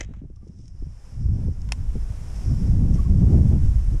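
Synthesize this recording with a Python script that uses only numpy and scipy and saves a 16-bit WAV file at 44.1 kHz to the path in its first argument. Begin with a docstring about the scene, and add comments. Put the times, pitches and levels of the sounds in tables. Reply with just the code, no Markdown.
"""A shotgun's echo dies away over a reed field while the gun's action clacks.
Soft bumps and small ticks follow as the gun is lowered, then a catch clicks; clack and click
are impacts that ring the modes of the metal. Turbulent gusts buffet the microphone ever harder,
a far bird calls faintly, and background hiss swells as the recorder's gain recovers after the shot."""
import sys
import numpy as np
from scipy import signal
from scipy.fft import rfft, irfft, next_fast_len
from scipy.io import wavfile
from scipy.ndimage import uniform_filter1d, map_coordinates

SR = 44100
rng = np.random.default_rng(int(sys.argv[2]) if len(sys.argv) > 2 else 0)


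def wav_record(signal):
    """Record a signal, one row per channel, as 16-bit PCM in the file named by sys.argv[1]."""
    frames = np.transpose(np.atleast_2d(signal))
    bounded = np.clip(frames, -1, 1)
    # unit amplitude maps onto the largest positive 16-bit level
    quanta = np.round(bounded * 32767).astype(np.int16)
    wavfile.write(sys.argv[1], SR, quanta)


N = 176400
T = np.arange(N) / SR

# impacts in the action and of the catch on its seat (time [s], relative level [dB])
ACTION_IMPACTS = [(0.0082, -19), (0.0087, -24), (0.0092, -24), (0.0102, -28), (0.0107, -29), (0.0122, -34),
                  (0.0185, -42), (0.0284, -44), (0.0322, -39.5), (0.0365, -39), (0.0478, -40), (0.138, -52),
                  (0.165, -59)]
CATCH_IMPACTS = [(1.6903, -23), (1.7205, -24), (1.7212, 0), (1.7216, -4), (1.7220, -8), (1.7224, -6),
                 (1.7228, -3), (1.7236, -14), (1.7292, -26), (1.7322, -28)]
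# modes of the action and of the steel (frequency [Hz], relative level [dB], decay time T60 [s])
ACTION_MODES = [(348, -6.5, 0.032), (526, -12, 0.012), (815, -17.5, 0.03), (1340, -31, 0.013),
                (1890, -12, 0.013), (2105, -11, 0.018), (2600, -17.5, 0.055), (3160, -1, 0.0075),
                (3830, -49, .55), (3870, -15, 0.0042), (5360, -1, 0.0033), (6000, -6, 0.0065),
                (6650, -1.5, 0.0078), (7460, -33, 0.04)]
STEEL_MODES = [(750, -32, 0.04), (1030, -6.5, 0.04), (1497, -15.5, 0.06), (1840, -23, 0.03),
               (2105, -11.5, 0.032), (2720, -3, 0.0036), (3160, -13, .016), (3560, -13, 0.012),
               (4420, -9, 0.0057), (5430, -3, 0.0076), (5710, -13, 0.0061), (6830, -13, 0.011),
               (7160, -23, 0.0065), (7960, -16.5, 0.0087), (9450, -21, 0.008), (10070, -8.5, 0.0021),
               (13800, -12, .005)]
# noisy ring after the click (frequency [Hz], relative level [dB])
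CATCH_RING_SPECTRUM = [(600, -19), (1000, -16), (1500, -20), (2600, 0), (4000, -1), (5400, 1), (7000, -4),
                       (8600, -3), (10200, 0), (11500, -23), (14000, -22)]
# near, far and tree-line reflections of the shot (frequency [Hz], relative level [dB])
NEAR_ECHO_SPECTRUM = [(200, -16), (600, 6.5), (1100, -13), (2000, 4), (3000, -8), (4500, -17), (6200, -8),
                      (7800, -16), (9500, -32), (14000, -38)]
FAR_ECHO_SPECTRUM = [(200, 2), (700, 5), (1100, -3), (1700, 0), (3000, -5.5), (4800, -18), (6200, -9),
                     (9000, -24), (14000, -45)]
SLAP_SPECTRUM = [(400, -23), (750, 3), (1400, 0), (2200, -9), (3200, -15), (8000, -40), (11000, -69)]

# soft bumps at the microphone (time [s], relative level [dB], frequency [Hz], scuff re bump [dB])
BUMPS = [(0.089, -32, 173, -3), (0.107, -18.5, 110, -15), (0.17, -27, 162, -20), (0.218, -29.5, 287, -4.5),
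         (0.239, -26, 233, -14), (0.248, -19, 137, -19.5), (0.301, -35, 280, -5), (0.43, -39, 280, 0.5),
         (0.469, -35, 313, -3.5), (0.495, -25, 188, -10), (0.592, -31.5, 196, -3.5),
         (0.641, -36.5, 248, -8), (0.751, -39, 230, -9), (0.819, -25, 55, -19), (0.824, -32.5, 221, -4),
         (0.866, -18, 134, -22), (1.467, -22, 294, -10), (1.484, -20, 121, -4.5), (1.942, -13.5, 115, -27),
         (1.954, -12.5, 102, -17), (1.955, -15.5, 330, -9), (2.099, -9, 88.6, -40), (2.46, -5.5, 57.7, -34)]
# ticks of stalks and clothing (time [s], level [dB])
TICKS = [(0.3601, -57), (0.4769, -62), (0.483, -58), (0.589, -60), (0.612, -60), (0.657, -56),
         (0.6799, -49), (1.4447, -57), (1.6173, -49.5)]
# rustles of stalks and clothing (time [s], level [dB], half-width [s])
RUSTLES = [(0.624, -68.5, 0.089), (2.362, -52, .006), (2.946, -52, 0.014), (3.7, -75, .03)]
# noise of the scuffs, and of the ticks and rustles (frequency [Hz], relative level [dB])
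SCUFF_SPECTRUM = [(100, 10), (250, 10), (450, -10), (800, -26.5), (1500, -62), (4000, -55)]
STALK_SPECTRUM = [(500, -15), (1500, -19), (2500, -4.5), (3500, -4.5), (4400, -8), (5400, 10.5),
                  (7000, -0.5), (9500, -7), (11500, -41), (14000, -45)]

# envelopes of the wind's pressure, lowest band first (time [s], relative level [dB])
SWAY_ENVELOPE = [(0.0, -39), (0.56, -52.5), (0.78, -42), (0.8, -32.5), (1.01, -48.5), (1.26, -29.5),
                 (1.59, -34.5), (1.97, -26.5), (2.19, -37), (2.85, -22.5), (3.61, -28.5), (3.64, -20.5),
                 (3.97, -24), (4.0, -26.5)]
RUMBLE_ENVELOPE = [(0, -40), (0.3, -46), (0.7, -45.5), (0.86, -36.5), (1.02, -54.5), (1.15, -38.5),
                   (1.27, -23), (1.42, -28.5), (1.49, -22), (1.57, -41.5), (1.63, -30.5), (1.75, -40),
                   (1.8, -27.5), (1.9, -42.5), (1.97, -30), (2.09, -42.5), (2.2, -36), (2.42, -39.5),
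                   (2.47, -25), (2.53, -18.5), (2.61, -32), (2.66, -19.5), (2.95, -19.5), (3.045, -30.5),
                   (3.075, -16.5), (3.45, -15.5), (3.6, -19.5), (3.66, -19), (3.85, -30.5), (3.94, -22.5),
                   (4, -44)]
FLUTTER_ENVELOPE = [(0, -85), (0.55, -53), (0.75, -63), (0.85, -59), (1.02, -89), (1.15, -49.5),
                    (1.26, -43), (1.42, -35), (1.49, -38), (1.54, -49.5), (2.0, -51), (2.2, -52.5),
                    (2.43, -46.5), (2.52, -32), (2.56, -42), (2.62, -28.5), (2.72, -32), (2.76, -33),
                    (2.84, -27), (2.95, -29.5), (2.99, -33.5), (3.055, -44), (3.1, -25.5), (3.15, -32),
                    (3.205, -31), (3.22, -24.5), (3.28, -28), (3.35, -21.5), (3.42, -25), (3.485, -28.5),
                    (3.515, -23.5), (3.56, -26), (3.6, -40.5), (3.66, -36), (3.78, -47), (3.9, -43.5),
                    (3.945, -29.5), (4, -70)]
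# bands of the wind's pressure (frequency [Hz], relative level [dB])
SWAY_SPECTRUM = [(14, -6.5), (22, 3.5), (38, -8.5), (55, 2), (75, -24), (120, -60.5)]
RUMBLE_SPECTRUM = [(40, -30.5), (60, 1.5), (90, 3.5), (130, -5), (175, -13), (260, -28.5), (400, -40.5)]
FLUTTER_SPECTRUM = [(90, -21.5), (140, -2), (180, 3.5), (250, -5.5), (350, -14), (500, -26.5), (800, -35.5),
                    (1300, -50), (2500, -71)]
TEAR_SPECTRUM = [(200, -20), (330, -8), (450, 1), (650, -4.5), (900, -16), (1300, -19.5), (2500, -75)]

# notes of the far bird (time [s], level [dB], frequency [Hz])
BIRD_NOTES = [(0.372, -70, 1160), (0.428, -66, 1175), (2.997, -41.5, 1132), (3.063, -49, 1083)]
# background hiss and sizzle, rising as the recorder's gain recovers (time [s], relative level [dB])
HISS_ENVELOPE = [(0, -82), (0.25, -81), (0.45, -74), (0.65, -75), (0.85, -68.5), (1.05, -62.5),
                 (1.3, -64.5), (1.65, -62), (1.95, -58), (2.2, -56), (2.42, -55), (2.65, -55.5),
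                 (3.2, -56.5), (3.65, -54.5), (4, -57)]
SIZZLE_ENVELOPE = [(0, -106), (0.3, -84), (0.62, -73.5), (1.1, -66.5), (1.7, -70), (2.2, -66),
                   (2.33, -59.5), (2.5, -56.5), (2.8, -65.5), (4, -65.5)]
# the background's broad hiss, narrow sizzle and soft body (frequency [Hz], relative level [dB])
HISS_SPECTRUM = [(530, -28), (900, 0), (1720, -5), (2570, -8), (4160, -14), (5140, -10), (5450, -8),
                 (6060, -8), (10200, -13.5), (11400, -20.5), (13200, -22.5), (15000, -28.5)]
SIZZLE_SPECTRUM = [(4300, -38.5), (4800, -10.5), (5250, -1), (5750, -5), (6500, -19.5), (8000, -19),
                   (10000, -41)]
BODY_SPECTRUM = [(150, -1), (400, 5.5), (800, 2), (1100, -20), (2000, -34)]


def gun():
    """Impact excitation: the action clacks; later a catch chatters home and rings the steel."""
    clack = amp(-5.5) * struck(ACTION_IMPACTS, ACTION_MODES, low_hz=220, high_hz=7660)
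    click = amp(-17) * struck(CATCH_IMPACTS, STEEL_MODES, low_hz=670, high_hz=10200)
    noisy_ring = bursts([(1.7215, -39.5)], CATCH_RING_SPECTRUM, t60=0.05)
    return clack + click + noisy_ring


def echo():
    """Reflection: a brief near tail, a fainter and longer far one, and a slap from the tree line."""
    near = noise(NEAR_ECHO_SPECTRUM) * amp(-41.5 + 3.5 * wobble(165))
    near *= held_decay(hold_s=0.013, t60=0.097)
    far = noise(FAR_ECHO_SPECTRUM) * amp(-65.5 + 1.7 * wobble(202))
    far *= held_decay(hold_s=0.16, t60=0.41)
    slap = bursts([(0.137, -50)], SLAP_SPECTRUM, t60=0.04)
    return near + far + slap


def wind():
    """Turbulence: eddies press on the microphone as slow sway, rumble, lumpy flutter and tearing."""
    sway = even(noise(SWAY_SPECTRUM), size=4500) * amp(curve(SWAY_ENVELOPE) + 4.5)
    rumble = even(noise(RUMBLE_SPECTRUM), size=1800)
    rumble *= amp(curve(RUMBLE_ENVELOPE) + 1.17 + 1.41 * wobble(35))
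    gust_db = curve(FLUTTER_ENVELOPE)
    flutter = even(noise(FLUTTER_SPECTRUM) * amp(2.3 * wobble(70)), size=3000) * amp(gust_db + 1.24)
    # tearing grows faster than flutter, so it is heard only in the hardest gusts
    tear_growth, full_gust_db = 1.4, -26
    tear_db = -50.5 + tear_growth * (gust_db - full_gust_db)
    tear = even(noise(TEAR_SPECTRUM) * amp(5.5 * wobble(110)), size=2500) * amp(tear_db)
    return sway + rumble + flutter + tear


def bumps():
    """Damped oscillation: each bump is a low push of a few cycles with a scuff of noise."""
    ring_cycles = 4.93
    push, scuff_envelope = np.zeros(N), np.zeros(N)
    for start, db, hz, scuff_db in BUMPS:
        age = T - start
        onset = (1 - decay(np.maximum(age, 0), t60=2 / hz)) ** 2
        push += amp(db) * onset * decay(age, t60=ring_cycles / hz) * np.sin(2 * np.pi * hz * age)
        scuff_envelope += amp(db + scuff_db) * decay(age, t60=0.055)
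    scuff = uniform_filter1d(scuff_envelope, size=80) * even(noise(SCUFF_SPECTRUM), size=500)
    return uniform_filter1d(push, size=30) + scuff


def stalks():
    """Friction and light impact: stalks and clothing rustle in short swells and tick."""
    rustle = noise(STALK_SPECTRUM) * sum(amp(db) * swell(time, width) for time, db, width in RUSTLES)
    return rustle + bursts(TICKS, STALK_SPECTRUM, t60=0.02)


def bird():
    """Random modulation of phase and amplitude makes a far bird's short notes raspy."""
    waver = 0.25 * wobble(260)
    rasp = 1 + 0.2 * wobble(530)
    return rasp * sum(amp(db) * swell(time, width=0.009) * np.sin(2 * np.pi * hz * T + waver)
                      for time, db, hz in BIRD_NOTES)


def background_hiss():
    """Gain recovery: hiss swells along set envelopes, as the recorder's gain returns after the shot."""
    sheen_hz, sheen_growth, full_hiss_db = 11000, 0.72, -59.5
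    level_db = curve(HISS_ENVELOPE)
    broad = noise(HISS_SPECTRUM)
    sheen = filtered(broad, lambda hz: hz > sheen_hz)
    sheen_gain = amp(sheen_growth * np.minimum(level_db - full_hiss_db, 0))  # duller while faint
    broad = broad - sheen + sheen * sheen_gain
    hiss = (broad + noise(BODY_SPECTRUM)) * amp(level_db + 0.93 * wobble(14))
    sizzle = noise(SIZZLE_SPECTRUM) * amp(curve(SIZZLE_ENVELOPE) + 2.0 * wobble(40))
    return hiss + sizzle


def struck(impacts, modes, low_hz, high_hz):
    """Modal superposition: every impact rings the same damped modes, within the band it excites."""
    t = T[:SR // 8]
    ring = sum(amp(db) * decay(t, t60) * np.sin(2 * np.pi * hz * t) for hz, db, t60 in modes)
    ring = signal.sosfilt(signal.butter(2, low_hz, "high", fs=SR, output="sos"), ring)
    ring = signal.sosfilt(signal.butter(5, high_hz, fs=SR, output="sos"), ring)
    impulses = np.zeros(N)
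    for time, db in impacts:
        impulses[round(time * SR)] += amp(db)
    return signal.fftconvolve(impulses, ring)[:N]


def bursts(events, spectrum, t60):
    """Transients: shaped noise decays from each (time [s], level [dB]) event."""
    return noise(spectrum) * sum(amp(db) * decay(T - time, t60) for time, db in events)


def noise(spectrum):
    """Spectral shaping: noise of rms 1 that rolls off beyond the ends of its spectrum."""
    freqs, db = np.transpose(spectrum)
    freqs = np.r_[freqs[0] / 2, freqs, freqs[-1] * 2]
    db = np.r_[db[0] - 20, db, -120]
    white = rng.standard_normal(N)
    return unit(filtered(white, lambda hz: amp(np.interp(np.log(hz + 1), np.log(freqs), db))))


def filtered(x, response):
    """Linear filtering: the spectrum of x is multiplied by a frequency response."""
    size = next_fast_len(N + SR // 2)
    return irfft(rfft(x, size) * response(np.fft.rfftfreq(size, 1 / SR)), size)[:N]


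def even(x, size):
    """Division by the running rms, over size samples, evens out slow chance swells."""
    power = uniform_filter1d(uniform_filter1d(x * x, size), size)
    return unit(x / np.sqrt(np.abs(power) + 0.02))


def decay(t, t60):
    """Exponential decay from t = 0, by 60 dB in t60 seconds."""
    return (t >= 0) * np.exp(-np.log(1000) * np.maximum(t, 0) / t60)


def held_decay(hold_s, t60):
    """A plateau followed by exponential decay."""
    return decay(np.maximum(T - hold_s, 0), t60)


def swell(time, width):
    """A Gaussian rise and fall around a time."""
    return np.exp(-((T - time) / width) ** 2)


def wobble(rate):
    """Spline interpolation of random values, rate of them a second."""
    return map_coordinates(rng.standard_normal(1024), [T * rate], mode="wrap")


def curve(points):
    """Linear interpolation of (time [s], level [dB]) points at every sample."""
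    return np.interp(T, *np.transpose(points))


def amp(db):
    """Decibels to amplitude ratio."""
    return 10 ** (np.asarray(db) / 20)


def unit(x):
    """Normalisation to rms 1."""
    return x / np.sqrt(np.mean(x ** 2) + 1e-20)


def scene():
    """Superposition: all sources add in one channel."""
    return (wind() + background_hiss() + echo() + gun() + bumps() + stalks() + bird())[None]


def record(dry):
    """Soft saturation rounds the highest peaks; a steep low-pass limits the bandwidth."""
    ceiling, knee, top_hz = 0.53, 6, 15000
    rounded = dry[0] / (1 + np.abs(dry[0] / ceiling) ** knee) ** (1 / knee)
    padded = np.pad(rounded, (0, SR // 10), mode="reflect")
    return filtered(padded, lambda hz: 1 / np.sqrt(1 + (hz / top_hz) ** 120))[None]


dry = scene()
out = record(dry)
wav_record(out)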